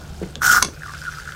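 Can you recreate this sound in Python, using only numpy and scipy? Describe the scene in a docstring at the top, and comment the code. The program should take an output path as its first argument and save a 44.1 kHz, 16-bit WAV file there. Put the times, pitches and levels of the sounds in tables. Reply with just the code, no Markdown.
"""Indoors, in a small room, a rubber bulb syringe is squeezed into a cup of foamy liquid.
The bulb buckles with soft thuds and the nozzle ticks; air spurts out in a turbulent hiss and blows
a rapid gurgle of bubbles. A sharp click of hard parts ends the spurt and a thin leak whistles.
Then small bubbles plip and bursting foam fizzes, over a low room rumble and hum."""
import sys
import numpy as np
from scipy import signal
from scipy.io import wavfile

SR = 44100
rng = np.random.default_rng(int(sys.argv[2]) if len(sys.argv) > 2 else 0)


def dump_mix(stems):
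    """Bounce the given channels to the path in sys.argv[1] as a 16-bit WAV at rate SR."""
    frames = np.atleast_2d(stems).T  # one column per channel
    limited = np.clip(frames, -1, 1)  # hard clip at full scale
    pcm = np.round(limited * 32767).astype(np.int16)
    wavfile.write(sys.argv[1], SR, pcm)


N = 59535
T = np.arange(N) / SR


# Air flow through the nozzle, the spurt's envelope: time_s, level_db
AIR_FLOW = [(0.405, -60), (0.416, -40), (0.422, -23.5), (0.436, -22.5), (0.447, -19.5), (0.470, -19),
            (0.505, -19.5), (0.527, -16.5), (0.550, -19.5), (0.578, -20.5), (0.590, -27.5), (0.607, -32),
            (0.618, -32.5), (0.630, -53)]
# Bubbles blown by the spurt: start_s, relative_peak_db, pitch_hz, swell_s
GULP_BUBBLES = [(0.4100, -25, 1400, 0.0027), (0.4183, -5, 1400, 0.0011), (0.4228, -19, 1530, 0.00079),
                (0.4270, -22, 1370, 0.0025), (0.4333, -4, 1520, 0.0007), (0.4397, -10, 1410, 0.0014),
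                (0.4445, -10.5, 1390, 0.0014), (0.4485, -4.5, 1454, 0.0019), (0.4542, -18, 1430, 0.0026),
                (0.4610, -8, 1434, .003), (0.4768, -2.5, 1470, 0.0025), (0.4935, -4.5, 1490, 0.0016),
                (0.4982, -0.5, 1425, 0.0024), (0.5125, -6, 1320, 0.0026), (0.5190, -26, 1620, .002),
                (0.5308, -3, 1420, 0.0021), (0.5356, -13, 1380, 0.0024), (0.5465, -5, 1204, 0.0013),
                (0.5508, -15, 1320, 0.0013), (0.5632, -6, 1400, 0.002), (0.5688, 0, 1413, 0.0013),
                (0.5735, -18, 1380, 0.00079), (0.5794, -0.5, 1370, 0.0011), (0.5838, -3, 1444, 0.002),
                (0.5965, -11, 1367, .0016), (0.6010, -24, 1320, 0.0027), (0.6200, -9.5, 1340, 0.0012)]
def spurt():
    """Air rushes out of the nozzle, hissing, churning the liquid and blowing distinct gulps."""
    flow = level(AIR_FLOW)
    air = hiss(flow)
    churn = from_db(-3.5) * bubble_cloud(per_s=1200, hz=1400, spread=0.23, cycles=32)
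    gulps = from_db(-4) * bubbles(GULP_BUBBLES)
    return flow * (air + churn) + gulps


# Tone colour of the rushing air: frequency_hz, density_db
HISS_COLOUR = [(150, -4.5), (400, -2.5), (700, -10), (1500, 1), (2000, -6), (2600, -13), (3200, -4.5),
               (3800, -6), (4500, -5), (5100, -5.5), (6100, -9), (7800, -2), (9500, -7.5), (12000, -6),
               (15000, -10)]
# Narrow resonances of bulb and nozzle: pitch_hz, width_hz, relative_db
NOZZLE_RESONANCES = [(776, 6.7, -22), (5520, 150, -13), (6067, 21, -13), (6900, 130, -22), (7900, 93, -30),
                     (9400, 20, -34), (11400, 32, -25.5), (14600, 40, -17.5)]
def hiss(flow):
    """Sputtering air noise with narrow resonances; the jet stands out more as the flow rises."""
    air = from_db(-4) * coloured_noise(HISS_COLOUR, flicker_db=2.5, flicker_hz=70)
    air += from_db(-4.5) * (flow / flow.max()) ** 0.79 * jet()
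    for hz, width_hz, db in NOZZLE_RESONANCES:
        air += from_db(db) * noise_band(hz, width_hz)
    sputter_db = 1.18 * drift(250)
    return air * from_db(sputter_db)


# Sweep of the jet's broad resonance: time_s, centre_hz
JET_SWEEP = [(0.43, 5900), (0.455, 6300), (0.472, 6900), (0.485, 6000), (0.53, 6700), (0.575, 5500)]
def jet(width_hz=2100):
    """Turbulence in the nozzle rings around a wandering centre."""
    centre_hz = np.interp(T, *np.transpose(JET_SWEEP))
    phase = 2 * np.pi * np.cumsum(centre_hz) / SR
    a, b = lowpass(rng.standard_normal((2, N)), width_hz / 2)
    return rms_one(a * np.cos(phase) + b * np.sin(phase))


# The snap and its rebounds: start_s, level_db
CLICK_HITS = [(0.6246, -4), (0.6256, 1), (0.6274, -2.5), (0.6335, -19), (0.6477, -11.5), (0.6503, -12.5)]
# Ring of the hard parts: pitch_hz, relative_db, t60_s
CLICK_RING = [(1027, -15.5, 0.027), (1560, -36, .025), (2206, -17, 0.016), (2800, -19.5, 0.012),
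              (3393, -11.5, 0.011), (4570, -9, 0.01), (5380, -9.5, 0.0082), (5900, -9.5, 0.011),
              (6420, -8.5, 0.021), (8390, -11.5, 0.0088), (9870, -15.5, 0.0082), (10130, -10.5, 0.007),
              (12200, -30, 0.0045)]
def click(crack_decay_s=0.00081, dull_below_db=-10):
    """Hard parts snap together with a brief crack and a short ring; weak rebounds are duller."""
    noise = from_db(-9) * rms_one(lowpass(rng.standard_normal(N), 10200))
    out = np.zeros(N)
    for start_s, db in CLICK_HITS:
        crack = burst(start_s, db, crack_decay_s) * noise
        hit = crack + struck([(start_s, db)], CLICK_RING)
        out += lowpass(hit, 9000) if db < dull_below_db else hit
    return out


# Quick slips of the rubber: start_s, level_db
BULB_SLIPS = [(0.2152, 7.5), (0.2210, -18), (0.2268, 7), (0.2325, 2.5), (0.2590, -6.5), (0.3585, -10)]
# Low body of the bulb: pitch_hz, relative_db, t60_s
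BULB_RING = [(185.7, -32.5, 0.12), (319, -29.5, 0.049), (430, -23.5, 0.024), (587, -30, 0.005)]
def bulb_thuds():
    """The bulb buckles in a few slips, each a soft thud."""
    return struck(BULB_SLIPS, BULB_RING)


# Tick ahead of the spurt: start_s, level_db
TICK_HITS = [(0.3556, 1)]
# Ring of the nozzle: pitch_hz, relative_db, t60_s
TICK_RING = [(3420, -15.5, .0045), (6900, -19, 0.0019), (1690, -32, 0.012)]
def nozzle_tick():
    """One light hit rings the nozzle for an instant."""
    return struck(TICK_HITS, TICK_RING)


# Handling bumps: start_s, level_db, decay_s
CUP_BUMPS = [(0.2570, -36, 0.028), (0.3580, -32.5, 0.026), (0.632, -26.5, 0.024), (0.6856, -23.5, 0.0019),
             (0.737, -29, 0.0016)]
# Their dull colour: frequency_hz, density_db
BUMP_COLOUR = [(60, -9), (160, 3), (310, 4.5), (550, -7), (900, -19), (1500, -16.5), (3000, -32),
               (10000, -41)]
def cup_bumps():
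    """Handling knocks the cup: dry thumps without a pitch."""
    return sum(burst(*bump) for bump in CUP_BUMPS) * coloured_noise(BUMP_COLOUR)


# Envelope of the rub: time_s, level_db
RUB_ENVELOPE = [(0.20, -67), (0.23, -40.5), (0.245, -45.5), (0.26, -70), (0.32, -69)]
# Its midrange colour: frequency_hz, density_db
RUB_COLOUR = [(400, -12), (1050, 3), (1600, 4), (3000, -5.5), (4500, -12), (12000, -22)]
def finger_rub():
    """Skin rubs on the rubber as the bulb buckles."""
    return level(RUB_ENVELOPE) * coloured_noise(RUB_COLOUR, flicker_db=5.3, flicker_hz=80)


# Bed of small bubbles in the cup: time_s, level_db
SIMMER_ENVELOPE = [(0, -50.5), (0.25, -56), (0.39, -61), (0.79, -52), (0.84, -45.5), (1.0, -42.5),
                   (1.1, -43), (1.35, -40.5)]
# Bubbles rising after the spurt: start_s, peak_db, pitch_hz, swell_s
PLIP_BUBBLES = [(0.8203, -26, 1670, 0.0016), (0.8336, -21.5, 1560, 0.0012), (0.8410, -30, 1440, 0.0017),
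                (0.8555, -29.5, 1393, 0.0065), (0.8635, -24, 1300, 0.0014), (0.8803, -31, 1760, 0.0014),
                (0.8815, -29, 1196, 0.0031), (0.8935, -28.5, 1700, 0.0016), (0.8940, -29.5, 1140, 0.002),
                (0.9025, -29.5, 1155, 0.0024), (0.9370, -23.5, 1320, 0.00067),
                (0.9430, -29.5, 1530, 0.0024), (0.9495, -29.5, 1390, 0.0026), (0.9715, -34, 1480, 0.0013),
                (1.0158, -29.5, 1470, 0.0026), (1.0398, -26, 1450, 0.00073), (1.0510, -22.5, 1496, 0.0016),
                (1.0615, -24, 1550, 0.0013), (1.0667, -24, 1440, 0.0028), (1.0768, -21.5, 1386, 0.0052),
                (1.0888, -22, 1360, 0.0019), (1.1252, -23.5, 1470, 0.0011), (1.1368, -26, 1690, 0.0013),
                (1.1410, -34, 1266, 0.004), (1.1700, -30, 1310, 0.0046), (1.1853, -24.5, 1360, 0.0014),
                (1.1982, -25, 1610, 0.0012), (1.2215, -30.5, 1580, 0.0016), (1.2748, -24.5, 1460, 0.0015),
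                (1.2915, -22.5, 1570, 0.00095)]
def bubbling():
    """Small bubbles ring in a soft simmer, with single plips on top."""
    simmer = bubble_cloud(per_s=820, hz=1478, spread=0.12, cycles=28)
    return level(SIMMER_ENVELOPE) * simmer + bubbles(PLIP_BUBBLES)


# Envelope of the fizz: time_s, level_db
FIZZ_ENVELOPE = [(0, -50), (0.27, -50), (0.33, -51), (0.41, -62), (0.80, -54), (0.86, -47.5), (0.96, -45),
                 (1.16, -44.5), (1.35, -48.5)]
# Weight of a pop by its pitch: pitch_hz, relative_db
FIZZ_COLOUR = [(2000, -7), (3200, 0.5), (5500, 4.5), (8000, 2.5), (11000, -8), (15000, -9)]
def foam_fizz():
    """Tiny bubbles burst in a dense fizz; a few ring longer, as pings."""
    pop_hz = np.geomspace(2000, 15500, 26)
    fizz = grains(pop_hz, gain_at(FIZZ_COLOUR, pop_hz), per_s=5000, cycles=7.5, spread_db=3)
    ping_hz = rng.uniform(4300, 9500, 24)
    pings = grains(ping_hz, gain_at(FIZZ_COLOUR, ping_hz), per_s=130, cycles=160, spread_db=3.5)
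    return level(FIZZ_ENVELOPE) * (fizz + from_db(-8) * pings)


# Pops that stand out of the fizz: start_s, level_db, pitch_hz
FOAM_POPS = [(0.7965, -34, 6550), (0.8335, -31, 2460), (0.8733, -29, 4900), (0.9370, -26.5, 5170),
             (0.9485, -26.5, 2530), (0.9795, -27.5, 5170), (1.0173, -25.5, 4960), (1.0617, -30.5, 2980),
             (1.185, -27.5, 4800), (1.3220, -25.5, 3240)]
def foam_pops(t60_s=0.0046, snap_hz=7600):
    """A bubble's film bursts with a snap and rings briefly."""
    snap = (snap_hz, 0, t60_s / 10)
    return sum(struck([(s, db)], [(hz, 0, t60_s), snap], uneven_db=0) for s, db, hz in FOAM_POPS)


# Swell of the whistle: time_s, level_db
LEAK_ENVELOPE = [(0.72, -75), (0.745, -57), (0.80, -53), (0.83, -84)]
def nozzle_leak():
    """Air leaks at the nozzle in a thin, breathy whistle."""
    return level(LEAK_ENVELOPE) * noise_band(hz=2490, width_hz=75)


def cup_ring(liquid):
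    """The air in the cup rings along with the bubbles."""
    return from_db(-6.5) * resonate(liquid, hz=1425, width_hz=45)


def room_reverb(x, t60_s=0.19, predelay_s=0.0017):
    """The small room answers with a short, diffuse, slightly dull tail."""
    tail = lowpass(rng.standard_normal(N), 8300) * (T > predelay_s) * from_db(-60 * T / t60_s)
    tail /= np.sqrt(np.sum(tail ** 2))
    return from_db(-14) * signal.fftconvolve(x, tail)[:N]


# Envelope of rumble and hum together: time_s, level_db
ROOM_ENVELOPE = [(0, -38), (0.2, -37.5), (0.4, -40.5), (0.68, -38.5), (0.85, -41.5), (1.35, -42)]
# Dark colour of the rumble: frequency_hz, density_db
RUMBLE_COLOUR = [(25, -3.5), (70, -0.5), (100, -5.5), (150, 0), (230, -17), (450, -16), (800, -20),
                 (2000, -38), (6000, -55), (15000, -48)]
# Hum tones, set against the rumble: pitch_hz, relative_db
HUM_TONES = [(75, -4), (150.5, -5.5)]
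def room_tone():
    """A low, restless rumble with a hum of steady pitch."""
    hum = sum(from_db(db) * np.sin(2 * np.pi * (hz * T + rng.random())) for hz, db in HUM_TONES)
    rumble = coloured_noise(RUMBLE_COLOUR, flicker_db=2, flicker_hz=11.55)
    return level(ROOM_ENVELOPE) * (np.sqrt(2) * hum + rumble)


def bubbles(rows, steepness=1.89, sag=0.018):
    """Each bubble is a short tone that swells and dies, starting sharp and settling to its pitch."""
    out = np.zeros(N)
    for start_s, db, hz, swell_s in rows:
        age = np.maximum(T - start_s, 0) / swell_s
        turns = hz * swell_s * (age + sag * (1 - np.exp(-age)))
        envelope = (age * np.exp(1 - age)) ** steepness
        out += from_db(db) * envelope * np.sin(2 * np.pi * turns)
    return out


def bubble_cloud(per_s, hz, spread, cycles):
    """Many small bubbles around one pitch, weaker away from it; rms 1."""
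    offsets = np.linspace(-1, 1, 11)
    pitches = hz * np.exp(spread * offsets)
    cloud = grains(pitches, from_db(-7 * offsets ** 2), per_s, cycles, spread_db=5)
    return rms_one(resonate(cloud, hz, width_hz=1150))


def grains(pitches, gains, per_s, cycles, spread_db):
    """Random pops of uneven size, each at one of the pitches, dying 60 dB over `cycles`; rms 1."""
    sizes = from_db(spread_db * np.minimum(rng.exponential(1, N), 4)) * rng.choice([-1, 1], N)
    pops = sizes * (rng.random(N) < per_s / SR)
    pitch_index = rng.integers(0, len(pitches), N)
    out = np.zeros(N)
    for k, (hz, gain) in enumerate(zip(pitches, gains)):
        width_hz = np.log(1000) / np.pi * hz / cycles
        out += gain * resonate(pops * (pitch_index == k), hz, width_hz) / hz
    return rms_one(out)


def struck(hits, modes, uneven_db=1):
    """Every hit rings every mode as a dying sine, its strength scattered by uneven_db."""
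    start_s, db = np.transpose(hits)
    scatter_db = uneven_db * rng.standard_normal((len(hits), len(modes)))
    out = np.zeros(N)
    for k, (hz, mode_db, t60_s) in enumerate(modes):
        impulses = np.zeros(N)
        impulses[(start_s * SR).astype(int)] = from_db(db + mode_db + scatter_db[:, k])
        r, w = from_db(-60 / (t60_s * SR)), 2 * np.pi * hz / SR
        ring = signal.lfilter([0, np.sin(w)], [1, -2 * r * np.cos(w), r * r], impulses + 1e-18)
        out += (-1) ** k * ring
    return out


def coloured_noise(colour, flicker_db=0, flicker_hz=10):
    """Bands of noise, each with its own level and flicker; rms 1."""
    edges = np.geomspace(20, 18000, 41)
    white = rng.standard_normal((2, 2 * N))
    out = np.zeros(N)
    for k, (low, high) in enumerate(zip(edges, edges[1:])):
        bandpass = signal.butter(2, [low, high], "band", fs=SR, output="sos")
        band = signal.sosfilt(bandpass, white[k % 2])[N:]
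        out += band * gain_at(colour, np.sqrt(low * high)) * from_db(flicker_db * drift(flicker_hz))
    return rms_one(out)


def noise_band(hz, width_hz):
    """Noise through one resonance; rms 1."""
    return rms_one(resonate(rng.standard_normal(N), hz, width_hz))


def resonate(x, hz, width_hz):
    """Band resonance with gain 1 at its peak."""
    r, w = np.exp(-np.pi * width_hz / SR), 2 * np.pi * hz / SR
    gain = (1 - r * r) / 2
    return signal.lfilter([gain, 0, -gain], [1, -2 * r * np.cos(w), r * r], x + 1e-18)


def lowpass(x, hz):
    """Gentle treble roll-off."""
    return signal.sosfilt(signal.butter(2, hz, fs=SR, output="sos"), x)


def burst(start_s, db, decay_s):
    """Envelope with an instant attack and an exponential decay."""
    return from_db(db) * (T >= start_s) * np.exp(-np.abs(T - start_s) / decay_s)


def drift(rate_hz):
    """Smooth random wander; rms 1."""
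    knots = rng.standard_normal(4096)
    return rms_one(np.interp(T * rate_hz, np.arange(len(knots)), knots))


def level(envelope):
    """A dB envelope as gain at every sample."""
    return from_db(np.interp(T, *np.transpose(envelope)))


def gain_at(colour, hz):
    """Gain of a tone colour, read on a log-frequency axis."""
    points_hz, db = np.transpose(colour)
    return from_db(np.interp(np.log(hz), np.log(points_hz), db))


def from_db(db):
    """Decibels to gain."""
    return 10 ** (np.asarray(db) / 20)


def rms_one(x):
    """Scale to rms 1."""
    return x / np.sqrt(np.mean(x ** 2) + 1e-20)


def scene():
    """Syringe and cup up close, the room behind them; mono."""
    handling = nozzle_tick() + bulb_thuds() + cup_bumps() + finger_rub()
    liquid = spurt() + foam_fizz() + bubbling() + foam_pops()
    near = liquid + cup_ring(liquid) + click() + nozzle_leak() + handling
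    return (near + room_reverb(near) + room_tone())[None]


def record(dry, ceiling=0.82, cutoff_hz=15900):
    """Soft-clip the highest peaks and cut the extreme top."""
    rounded = dry / (1 + np.abs(dry / ceiling) ** 6) ** (1 / 6)
    top_cut = signal.firwin(255, cutoff_hz, fs=SR, window="blackman")
    return signal.fftconvolve(rounded, top_cut[None], "same")


dry = scene()
out = record(dry)
dump_mix(out)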